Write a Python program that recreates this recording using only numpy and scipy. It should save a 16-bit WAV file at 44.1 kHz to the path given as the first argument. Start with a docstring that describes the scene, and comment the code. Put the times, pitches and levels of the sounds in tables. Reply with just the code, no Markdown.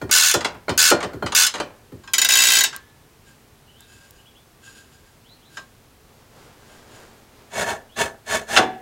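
"""A ratchet spanner undoes a nut on the steel side plate of an old machine, close by in a small workshop.
The pawl buzzes over its teeth on each back swing; the ring takes up the load with thuds of the plate: struck modes.
Fingers spin the nut off, then the rusty casing is dragged off its shafts in short scrapes: showers of tiny slips.
It comes free with a clang of long shell modes. Birds, faint and far outside, are arching sines over quiet air."""
import sys
import numpy as np
from scipy import signal
from scipy.fft import rfft, irfft, next_fast_len
from scipy.io import wavfile

SR = 44100
rng = np.random.default_rng(int(sys.argv[2]) if len(sys.argv) > 2 else 0)


def persist_wave(psi):
    """Save psi, clipped to +-1, as 16-bit WAV."""
    counts = np.round(np.clip(psi, -1, 1) * 32767).astype(np.int16)
    wavfile.write(sys.argv[1], SR, np.atleast_2d(counts).T)


N = 388521
TIME = np.arange(N) / SR
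RING_TIME = TIME[:SR * 6 // 10]   # time axis of one blow, 0.6 s

# Narrow bands that carry the dense modes of a blow: (centre Hz, filter)
EDGES = np.geomspace(20, 17000, 30)
BANK = [(np.sqrt(lo * hi), signal.butter(2, [lo, hi], "band", fs=SR, output="sos"))
        for lo, hi in zip(EDGES, EDGES[1:])]

# Levels in the tables are relative: each layer is scaled again where it is mixed.
# colour of the dense modes in a clink of the spanner's ring: freq_hz, level_db (per Hz)
CLINK_COLOUR = [(500, -8.5), (1100, 6), (1550, -2), (2100, -0.5), (4200, -7), (7000, -12.5), (9500, -22),
                (15000, -37)]
# ring time of the spanner's dense modes: freq_hz, t60_s
SPANNER_T60 = [(300, 0.22), (1500, 0.11), (7000, 0.12), (11000, 0.057), (15000, 0.061)]
# resonances of the spanner pressed on the plate: freq_hz, width_hz, level_db
HELD_PEAKS = [(1496, 120, 2), (1732, 79, -3), (2196, 110, -7.5), (2714, 130, -7.5), (2970, 43, -4),
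              (3490, 24, 0.5), (4040, 44, -3), (4340, 43, -3.5), (4846, 134, -4), (5200, 35, -0.5),
              (6400, 110, -5.5), (6840, 46, -3.5), (6420, 28.3, 1), (7000, 75, -2), (7510, 66, -3.5),
              (8000, 31.4, -19), (8800, 90, -5), (9400, 75, -13), (9580, 38, -7), (11300, 29, -9)]


def ratchet():
    """Each tooth cracks and rings the spanner; a thumb on its head damps it and presses it to the plate."""
    thumb_off_s = 2
    # dense modes under the thumb: freq_hz, level_db (per Hz)
    held_colour = [(120, -60.5), (200, -30), (232, -23), (311, -31), (601, -18.5), (1000, -14),
                   (1120, -11.5), (1230, -11), (1480, -3.5), (2090, -12.5), (2610, -4.5), (4600, -6.5),
                   (6760, -4.5), (14600, -17.5), (16000, -17)]
    # dense modes of the spanner hanging free: freq_hz, level_db (per Hz)
    free_colour = [(120, -54.5), (200, -20), (380, -14), (519, -18.5), (933, -8.5), (1000, -17),
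                   (1080, -20), (1230, -19), (1560, -0.5), (2420, -5), (3020, -0.5), (4600, -4), (6760, -1),
                   (8420, -13), (16000, -9.5)]
    # resonances of the spanner hanging free: freq_hz, width_hz, level_db
    free_peaks = [(1068, 13, 4.5), (1370, 7.5, 9), (1606, 180, -3.5), (2000, 62, -6), (2370, 15, 5.5),
                  (2660, 22, 8.5), (3100, 170, -2.5), (3240, 78, -14), (3430, 46, -32), (3630, 22, -5),
                  (3810, 120, -0.5), (4900, 105, -1), (5260, 15, 11.5), (5600, 31, -18), (5840, 200, -21),
                  (6400, 70, -15), (6970, 150, 2.5), (7900, 51, 3), (7670, 40, -16.5), (8200, 60, -41),
                  (8600, 51, -23), (8800, 27, -8.5), (8740, 42, -10.5), (8900, 22.1, -1), (9200, 40, 1.5),
                  (9900, 31, -24.5), (9150, 31, 1.5), (10400, 120, -27.5), (11100, 41, 1),
                  (11430, 100, -19)]

    teeth = pawl()
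    held = TIME < thumb_off_s
    damped = strike(teeth * held, held_colour, SPANNER_T60, room_db=-19, swell_cycles=3.7,
                    modes=as_modes(HELD_PEAKS, lasting=5.1), modes_db=-1.5)
    free = strike(teeth * ~held, free_colour, SPANNER_T60, room_db=-15.5, swell_cycles=1.5,
                  modes=as_modes(free_peaks, lasting=12.8), modes_db=-0.5, count=5)
    crack = snap(teeth, low_hz=9980, t60=0.0053)
    # the casing sings on faintly at its longest ring
    shell_hz, shell_t60_s = 1724, 0.97
    shell_ring = fade(shell_t60_s) * np.sin(2 * np.pi * shell_hz * RING_TIME)
    shell = signal.oaconvolve(teeth, shell_ring)[:N]
    return from_db(-2.5) * damped + from_db(-1.73) * free + from_db(7.0) * crack + from_db(-38.0) * shell


def pawl():
    """The pawl drops over evenly spaced teeth; each swing starts gently, weakens a little and brakes at its end."""
    # back swings of the spanner: first_tooth_s, last_tooth_s, teeth_per_s, level_db,
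    # loss_db (by the last tooth), brake (stretch of the last gap, in gaps)
    swings = [(0.112, 0.339, 75, -12.5, 4.1, 1.19), (0.777, 0.901, 80, -12.5, 2.2, 0.14),
              (1.350, 1.466, 78, -11.5, 4.8, 0.7), (2.288, 2.637, 57.3, -13.5, 0.37, 0.85)]
    # single teeth, as the spanner is eased back slowly: start_s, level_db
    single_teeth = [(2.135, -14), (2.182, -12.5), (2.216, -12), (2.247, -13.5)]
    brake_teeth = 0.7   # the hand slows over about this many teeth
    first_tooth_db = -1   # the swing is still gathering speed
    scatter_db, scatter_s = 0.5, 0.0006   # unevenness of the teeth and of the hand

    teeth = clicks(*np.transpose(single_teeth))
    for start_s, end_s, per_s, db, loss_db, brake in swings:
        length_s = end_s - start_s
        teeth_left = np.arange(round(length_s * per_s))[::-1]
        gaps = 1 + brake * np.exp(-teeth_left / brake_teeth)
        progress = np.append(0, np.cumsum(gaps)) / gaps.sum()
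        late, strong = rng.standard_normal((len(progress), 2)).T
        levels_db = db - loss_db * progress + first_tooth_db * (progress == 0) + scatter_db * strong
        teeth = teeth + clicks(start_s + length_s * progress + scatter_s * late, levels_db)
    return teeth


def knocks():
    """The ring takes up its slack: the spanner clinks, the plate thuds and the machine rocks on the bench."""
    # knocks on nut and plate: start_s, boom_db (bench), thud_db (plate), clink_db (ring)
    knock_list = [(0.015, -27.5, -29, -43.5), (0.093, -59, -36, -37), (0.342, -30.5, -16.5, -30),
                  (0.407, -43, -57, -29), (0.446, -54.5, -24.5, -20.5), (0.544, -45.5, -43.5, -51),
                  (0.682, -28, -19.5, -46.5), (0.693, -31, -48, -25), (0.914, -35.5, -9.5, -26),
                  (1.004, -51, -53, -31.5), (1.027, -47, -27.5, -28.5), (1.039, -36.5, -26.5, -36.5),
                  (1.133, -31.5, -38.5, -51.5), (1.224, -29.5, -22, -46), (1.261, -46, -34, -27),
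                  (1.321, -63, -35, -26), (1.539, -64, -33.5, -29.5), (1.552, -57, -31, -31.5),
                  (1.58, -56, -55, -38), (1.6, -60, -22.5, -27.5), (1.92, -36.5, -47, -67)]
    # dense modes of the bench: freq_hz, level_db (per Hz)
    boom_colour = [(35, -28), (70, -2), (140, -6.5), (220, -4), (400, -4.5), (900, -47)]
    # ring time of the bench: freq_hz, t60_s
    bench_t60 = [(70, 0.12), (300, 0.19)]
    # dense modes of the side plate: freq_hz, level_db (per Hz)
    thud_colour = [(90, -32.5), (170, -12.5), (260, -9), (480, 1), (850, -2.5), (1100, -7), (1750, -1.5),
                   (2100, -27.5), (5000, -57.5)]
    # ring time of the plate's dense modes: freq_hz, t60_s
    plate_t60 = [(100, .3), (400, 0.12), (1500, 0.028), (6000, 0.074)]
    # clear modes of the plate: freq_hz, level_db, t60_s
    plate_modes = [(277, -13, 0.34), (421.3, 3, 0.087), (588, -8.5, 0.4), (730, -10.5, 0.24),
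                   (1424, 1, 0.12), (1843, -6, 0.18), (2390, -18, 0.31), (3100, -15, 0.18),
                   (3300, -26.5, 0.1), (4060, -27.5, 0.14), (4240, -15, 0.2366), (4450, -28.5, 0.35)]

    start_s, boom_db, thud_db, clink_db = np.transpose(knock_list)
    boom = strike(clicks(start_s, boom_db), boom_colour, bench_t60, room_db=-12.5, swell_cycles=0.053, count=3)
    thud = strike(clicks(start_s, thud_db), thud_colour, plate_t60, room_db=-16, swell_cycles=.16,
                  modes=plate_modes, modes_db=-4)
    clink = strike(clicks(start_s, clink_db), CLINK_COLOUR, SPANNER_T60, room_db=-15.5, swell_cycles=0.65,
                   modes=as_modes(HELD_PEAKS, lasting=5.7), modes_db=-10.5, count=4)
    return from_db(-2.5) * boom + from_db(-2.0) * thud + from_db(-0.1) * clink


def nut():
    """Ring and nut clink and tick on the stud; the loose nut hisses along its gritty thread in tiny slips."""
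    # finger strokes on the nut and the stud's thread: start_s, rise_s (to full speed), level_db
    twists = [(3.235, 0.052, -58.5), (3.77, 0.05, -60.5), (3.84, 0.11, -55), (3.96, 0.096, -58.5),
              (4.07, 0.13, -63), (4.605, 0.083, -50.5), (4.725, 0.058, -52), (4.89, 0.056, -59.5),
              (5.02, 0.053, -65), (5.48, 0.09, -54), (6.58, 0.18, -59.5), (6.88, 0.097, -55)]
    # colour of the hiss: freq_hz, level_db
    hiss_colour = [(300, -22), (1200, -5), (1600, 14), (2100, -64), (2800, 7), (4500, 2), (7500, -2),
                   (10000, -1), (15000, -19)]
    # resonances stirred by the thread: freq_hz, width_hz, level_db
    nut_peaks = [(1607, 17, 4.5), (2620, 39, -4.5), (4900, 39, -9), (6840, 25, -1), (7600, 73, -12.5)]
    # light touches of ring and nut on the stud: start_s, level_db
    clinks = [(2.036, -31.5), (2.075, -22.5), (2.728, -20.5), (2.743, -22.5), (2.764, -31.5), (4.67, -40.5),
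              (5.57, -24), (5.57, -16.5)]
    # clear modes of the stud: freq_hz, level_db, t60_s
    stud_modes = [(1073, -7, 0.26), (1590, 0.5, 0.17), (2190, -25.5, 0.42), (2850, -21, 0.11),
                  (3300, -33, 0.34), (3320, -26.5, 0.43), (3826, -35, 0.24), (3930, -18, 0.23),
                  (4250, -31, 0.33), (5155, -26.5, 0.18), (5200, -11.5, 0.13), (6132, -22, 0.16),
                  (6660, -15.5, 0.17), (7140, -10, 0.11)]
    # sharp dry ticks: the spanner touching the stud, then grit in the thread: start_s, level_db
    dry_ticks = [(2.7633, -16), (3.8066, -28), (4.1083, -29)]

    slips = friction(per_s=2200, spread_db=0.0)
    turning = strokes(*np.transpose(twists), fall_db_per_s=144, power=1.5)
    running = turning * (noise(hiss_colour, slips) + resonate(slips, nut_peaks))
    touches = strike(clicks(*np.transpose(clinks)), CLINK_COLOUR, SPANNER_T60, room_db=-24, swell_cycles=0.98,
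                     modes=stud_modes, modes_db=0.5, count=4)
    ticking = snap(clicks(*np.transpose(dry_ticks)), low_hz=5470, t60=0.0086)
    return from_db(0.5) * running + from_db(-16.0) * touches + from_db(-4.5) * ticking


def casing():
    """Hands find a grip on the casing, drag it along and knock it free."""
    return from_db(-3.5) * hands() + from_db(-3.0) * drags() + clang()


def hands():
    """Palms slide over the casing: many small skin slips with a soft colour."""
    # slides for a grip: start_s, rise_s (to full speed), level_db
    slides = [(6.0, 0.2, -54.5), (6.29, 0.14, -46), (6.52, 0.26, -47), (6.83, 0.17, -44),
              (7.28, 0.14, -50.5)]
    # colour of skin on the casing: freq_hz, level_db
    palm_colour = [(150, 1), (450, 4), (1000, -0.5), (1600, -3), (2400, -8.5), (7000, -14), (14000, -26)]
    sliding = strokes(*np.transpose(slides), fall_db_per_s=40, power=0.91)
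    return sliding * noise(palm_colour, friction(per_s=6000, spread_db=1))


def drags():
    """Rust grinds on the shafts in uneven slips and stirs the casing's resonances."""
    # drags of the casing: start_s, rise_s (to full speed), groan_db, rasp_db
    drag_list = [(7.493, 0.13, -22.5, -21.5), (7.625, 0.085, -23, -24), (7.951, 0.071, -20, -16.5),
                 (8.245, 0.11, -23.5, -18), (8.454, 0.12, -24.5, -19)]
    # colour of the grinding: freq_hz, level_db
    rust_colour = [(35, -49), (60, -2), (227, -3.5), (315, -9), (417, 7), (458, -0.5), (666, 3), (946, -16),
                   (1200, -6.5), (1740, 3), (2050, -12), (3580, -7.5), (4640, -16), (8510, -11.5),
                   (16000, -30)]
    # resonances stirred by rubbing: freq_hz, width_hz, level_db
    rust_peaks = [(231, 15, -10), (656, 34, -1.5), (808, 11, -5), (929, 22, -6.5), (1115, 12, -11),
                  (1738, 18, 1.5), (2230, 32, -10.5), (2580, 45, -12), (2770, 20, -16), (3080, 18, -11.5),
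                  (3484, 23, -13.5), (4265, 57, -14), (4770, 23, -22), (4950, 75, -19), (5460, 21, -22),
                  (5640, 39, -26), (6240, 83, -18), (6800, 18, -8.5), (7340, 38, -23), (7600, 32, -18)]

    start_s, rise_s, groan_db, rasp_db = np.transpose(drag_list)
    groan_level = strokes(start_s, rise_s, groan_db, fall_db_per_s=192, power=2.7)
    rasp_level = strokes(start_s, rise_s, rasp_db, fall_db_per_s=336, power=2.12)
    judder = from_db(1.4 * rms_one(cut(rng.standard_normal(N), 110, "low")))   # 1.4 dB rms
    slips = friction(per_s=3700, spread_db=0.5) * judder
    grinding = noise(rust_colour, slips) + from_db(2.0) * resonate(slips, rust_peaks)
    groan = rms_one(cut(grinding, 1360, "low", order=4))
    rasp = rms_one(cut(grinding, 840, "high", order=4))
    return groan_level * groan + rasp_level * rasp


def clang():
    """The casing clatters off the shaft; only the hardest blow sets the whole shell ringing."""
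    # jumps off the shaft and rebounds: start_s, level_db
    clangs = [(8.555, -12), (8.563, 3.5), (8.572, 6), (8.582, -9), (8.593, -16), (8.626, -17)]
    # dense modes of the casing: freq_hz, level_db (per Hz)
    clang_colour = [(41, -57), (70, -26), (268, -10.5), (394, -12), (431, 1.5), (541, -30), (744, -3),
                    (853, -16), (1730, 2.5), (2020, -2.5), (2540, -4), (6450, -16), (16000, -47)]
    # ring time of those dense modes: freq_hz, t60_s
    casing_t60 = [(150, 0.43), (700, 0.38), (2000, 0.037), (6000, 0.088), (14000, 0.082)]
    # clear modes of the whole shell: freq_hz, level_db, t60_s
    casing_modes = [(239, -11.5, 0.62), (376, -12, 0.64), (550, -13, 0.23), (748, 2.5, 0.48),
                    (896, -7.5, 0.37), (1020, -28, 0.25), (1142, -9, 0.32), (1240, -30, 0.27),
                    (1550, -16, 0.44), (1700, -9.5, 0.45), (1857, -17, 0.35), (2003, -23, 0.31),
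                    (2330, -14, 0.31), (2826, -8, 0.23), (3490, -11, 0.31), (3380, -25, 0.22),
                    (3620, 2.5, 0.048), (3830, -25, 0.18), (4400, -29, 0.18), (4829, -32, 0.19)]

    blows = clicks(*np.transpose(clangs))
    clatter = strike(blows, clang_colour, casing_t60, room_db=-20.0, swell_cycles=0.42, count=4)
    shell = 0
    for hz, db, t60 in casing_modes:
        mode = fade(t60) * np.sin(2 * np.pi * hz * RING_TIME)
        shell = shell + from_db(db) * mode * rng.choice([-1, 1])
    hardest = blows * (blows == blows.max())
    ringing = signal.oaconvolve(hardest, shell)[:N]
    return from_db(-16) * clatter + from_db(-22.5) * ringing


def birds(waver_hz=110):
    """Far arching whistles, heard directly and smeared by reflections on their way in."""
    # chirps outside: start_s, length_s, top_hz, level_db
    chirps = [(2.82, 0.13, 3870, -70), (3.666, 0.062, 3100, -60), (3.73, 0.135, 3780, -58),
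              (4.17, 0.05, 2950, -62), (4.248, 0.047, 3370, -57), (4.344, 0.05, 3520, -58),
              (5.234, 0.14, 4200, -57.5), (5.397, 0.12, 3990, -61.5), (7.879, 0.19, 4220, -55)]
    foot_hz, arch = 2500, 0.66   # each rises from this pitch and runs through this share of an arch

    direct = np.zeros(N)
    for start_s, length_s, top_hz, db in chirps:
        i, size = int(start_s * SR), int(length_s * SR)
        turn = np.linspace(0, np.pi, size)
        waver = waver_hz * rms_one(cut(rng.standard_normal(len(RING_TIME)), 167, "low"))[:size]
        pitch_hz = foot_hz + (top_hz - foot_hz) * np.sin(arch * turn) + waver
        direct[i:i + size] += from_db(db) * np.sin(turn) * np.sin(2 * np.pi * np.cumsum(pitch_hz) / SR)
    echoes = rng.standard_normal(len(RING_TIME)) * fade(0.24)
    echoes = echoes / np.linalg.norm(echoes)
    return from_db(2.5) * direct + from_db(5) * signal.oaconvolve(direct, echoes)[:N]


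def workshop_air():
    """The quiet air of the workshop: steady noise, strongest in the bass."""
    # colour of the air: freq_hz, level_db
    air_colour = [(13, -40), (22, -5.5), (128, -0.5), (200, -10.5), (229, -4), (278, -9), (347, -10),
                  (432, -8), (602, -14.5), (750, -12.5), (815, -14), (1710, -18.5), (3610, -22),
                  (5930, -24.5), (16000, -28.5)]
    return from_db(-53) * noise(air_colour, rng.standard_normal(N))


def strike(hits, spectrum, decay, room_db, swell_cycles, modes=(), modes_db=0, count=6):
    """Contacts land on a few spots in turn; the spots share half of their fine pattern of modes."""
    shared, *own = rng.standard_normal((count + 1, 2, len(RING_TIME)))
    spots = [response(shared + white, spectrum, decay, modes, modes_db, room_db, swell_cycles)
             for white in own]
    out = np.zeros(N + len(RING_TIME))
    for k, i in enumerate(np.flatnonzero(hits)):
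        out[i:i + len(RING_TIME)] += hits[i] * rebound(spots[k % count])
    return out[:N]


def response(white, spectrum, decay, modes, modes_db, room_db, swell_cycles):
    """One blow: dense modes, a few clear ones and the workshop's tail; the first 20 ms have rms 1."""
    # ring time of the workshop: freq_hz, t60_s
    room_t60 = [(100, .6), (600, 0.56), (3000, 0.37), (8000, 0.22), (15000, .15)]
    wash = clear = 0
    for k, (hz, band) in enumerate(BANK):
        ring = fade(at_hz(decay, hz)) + from_db(room_db) * fade(at_hz(room_t60, hz))
        shape = swell(hz, swell_cycles) * ring
        wash = wash + from_db(at_hz(spectrum, hz)) * signal.sosfilt(band, white[k % 2] * shape)
    for hz, db, t60 in modes:
        phase = 2 * np.pi * (hz * RING_TIME + rng.random())
        clear = clear + from_db(db) * swell(hz, swell_cycles) * fade(t60) * np.sin(phase)
    both = rms_one(wash) + from_db(modes_db) * rms_one(clear)
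    return both / np.std(both[:SR // 50])


def rebound(blow):
    """Hard steel bounces twice within two milliseconds, giving each contact a treble colour of its own."""
    lags = (rng.uniform(.0002, .002, 2) * SR).astype(int)
    bright = .5 * cut(blow, 1500, "high")
    out = blow
    for lag in lags:
        out = out + rng.choice([-1, 1]) * np.pad(bright, (lag, 0))[:len(blow)]
    return out * np.std(blow) / np.std(out)


def swell(hz, cycles):
    """Low bending waves spread through the steel more slowly than high ones."""
    return 1 - np.exp(-RING_TIME * hz / cycles)


def fade(t60):
    """Free decay of an amplitude, 60 dB in t60 seconds."""
    return np.exp(-np.log(1000) * RING_TIME / t60)


def as_modes(peaks, lasting):
    """The narrower a resonance, the longer it rings, up to a limit set by its pitch: rows of (Hz, dB, t60 s)."""
    modes = []
    for hz, width, db in peaks:
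        longest = 1.3 * at_hz(SPANNER_T60, hz)
        modes.append((hz, db + 20 * np.log10(width), min(lasting / width, longest)))
    return modes


def snap(hits, low_hz, t60):
    """The short bright crack of a small hard contact: decaying noise above low_hz."""
    keep = from_db(-60 / (t60 * SR))   # gain per sample
    envelope = signal.lfilter([1], [1, -keep], hits + 1e-18)
    return cut(envelope * rng.standard_normal(N), low_hz, "high")


def friction(per_s, spread_db):
    """Tiny slips at random moments; spread_db makes their sizes uneven."""
    sizes = from_db(spread_db * np.minimum(rng.exponential(1, N), 4)) * rng.choice([-1, 1], N)
    return sizes * (rng.random(N) < per_s / SR)


def strokes(starts, rises, levels_db, fall_db_per_s, power):
    """Loudness of rubbing: each stroke gathers speed along a quarter sine, then dies away."""
    total = 0
    for start_s, rise_s, db in zip(starts, rises, levels_db):
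        speed = np.sin(np.pi / 2 * np.clip((TIME - start_s) / rise_s, 0, 1))
        fall_db = fall_db_per_s * np.clip(TIME - start_s - rise_s, 0, 2)
        total = total + (speed ** power * from_db(db - fall_db)) ** 2   # powers add
    return np.sqrt(total)


def clicks(times, db):
    """One impulse for each contact."""
    out = np.zeros(N)
    out[np.round(np.asarray(times) * SR).astype(int)] = from_db(db)
    return out


def noise(spectrum, source):
    """A white source given a smooth colour; rms 1."""
    size = next_fast_len(N)
    hz = np.maximum(np.arange(size // 2 + 1) * SR / size, 1)
    return rms_one(irfft(rfft(source, size) * from_db(at_hz(spectrum, hz)), size)[:N])


def resonate(x, peaks):
    """Parallel two-pole resonances of (Hz, width Hz, dB) with alternating signs; rms 1."""
    out = 0
    for k, (hz, width, db) in enumerate(peaks):
        r = np.exp(-np.pi * width / SR)   # pole radius
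        zeros = (1 - r * r) / 2 * np.array([1, 0, -1])
        poles = [1, -2 * r * np.cos(2 * np.pi * hz / SR), r * r]
        out = out + (-1) ** k * from_db(db) * signal.lfilter(zeros, poles, x)
    return rms_one(out)


def cut(x, hz, kind, order=2):
    """Low- or high-pass."""
    return signal.sosfilt(signal.butter(order, min(hz, .45 * SR), kind, fs=SR, output="sos"), x)


def at_hz(points, hz):
    """Read a table on a log-frequency axis."""
    f, value = np.transpose(points)
    return np.interp(np.log(hz), np.log(f), value)


def from_db(db):
    """Decibels to gain."""
    return 10 ** (np.asarray(db) / 20)


def rms_one(x):
    """Scale to unit power."""
    return x / np.sqrt(np.mean(x ** 2) + 1e-20)


def scene():
    """The work on the bench, close by, over far birds and the quiet air of the workshop; one channel."""
    return (ratchet() + knocks() + nut() + casing() + birds() + workshop_air())[None]


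def record(dry):
    """At the microphone the loudest peaks are rounded and the top is cut."""
    rounded = 1.648 * np.tanh(dry / 1.556)
    cutoff_hz = 15900
    return signal.sosfilt(signal.ellip(10, .2, 70, cutoff_hz, fs=SR, output="sos"), rounded)


dry = scene()
out = record(dry)
persist_wave(out)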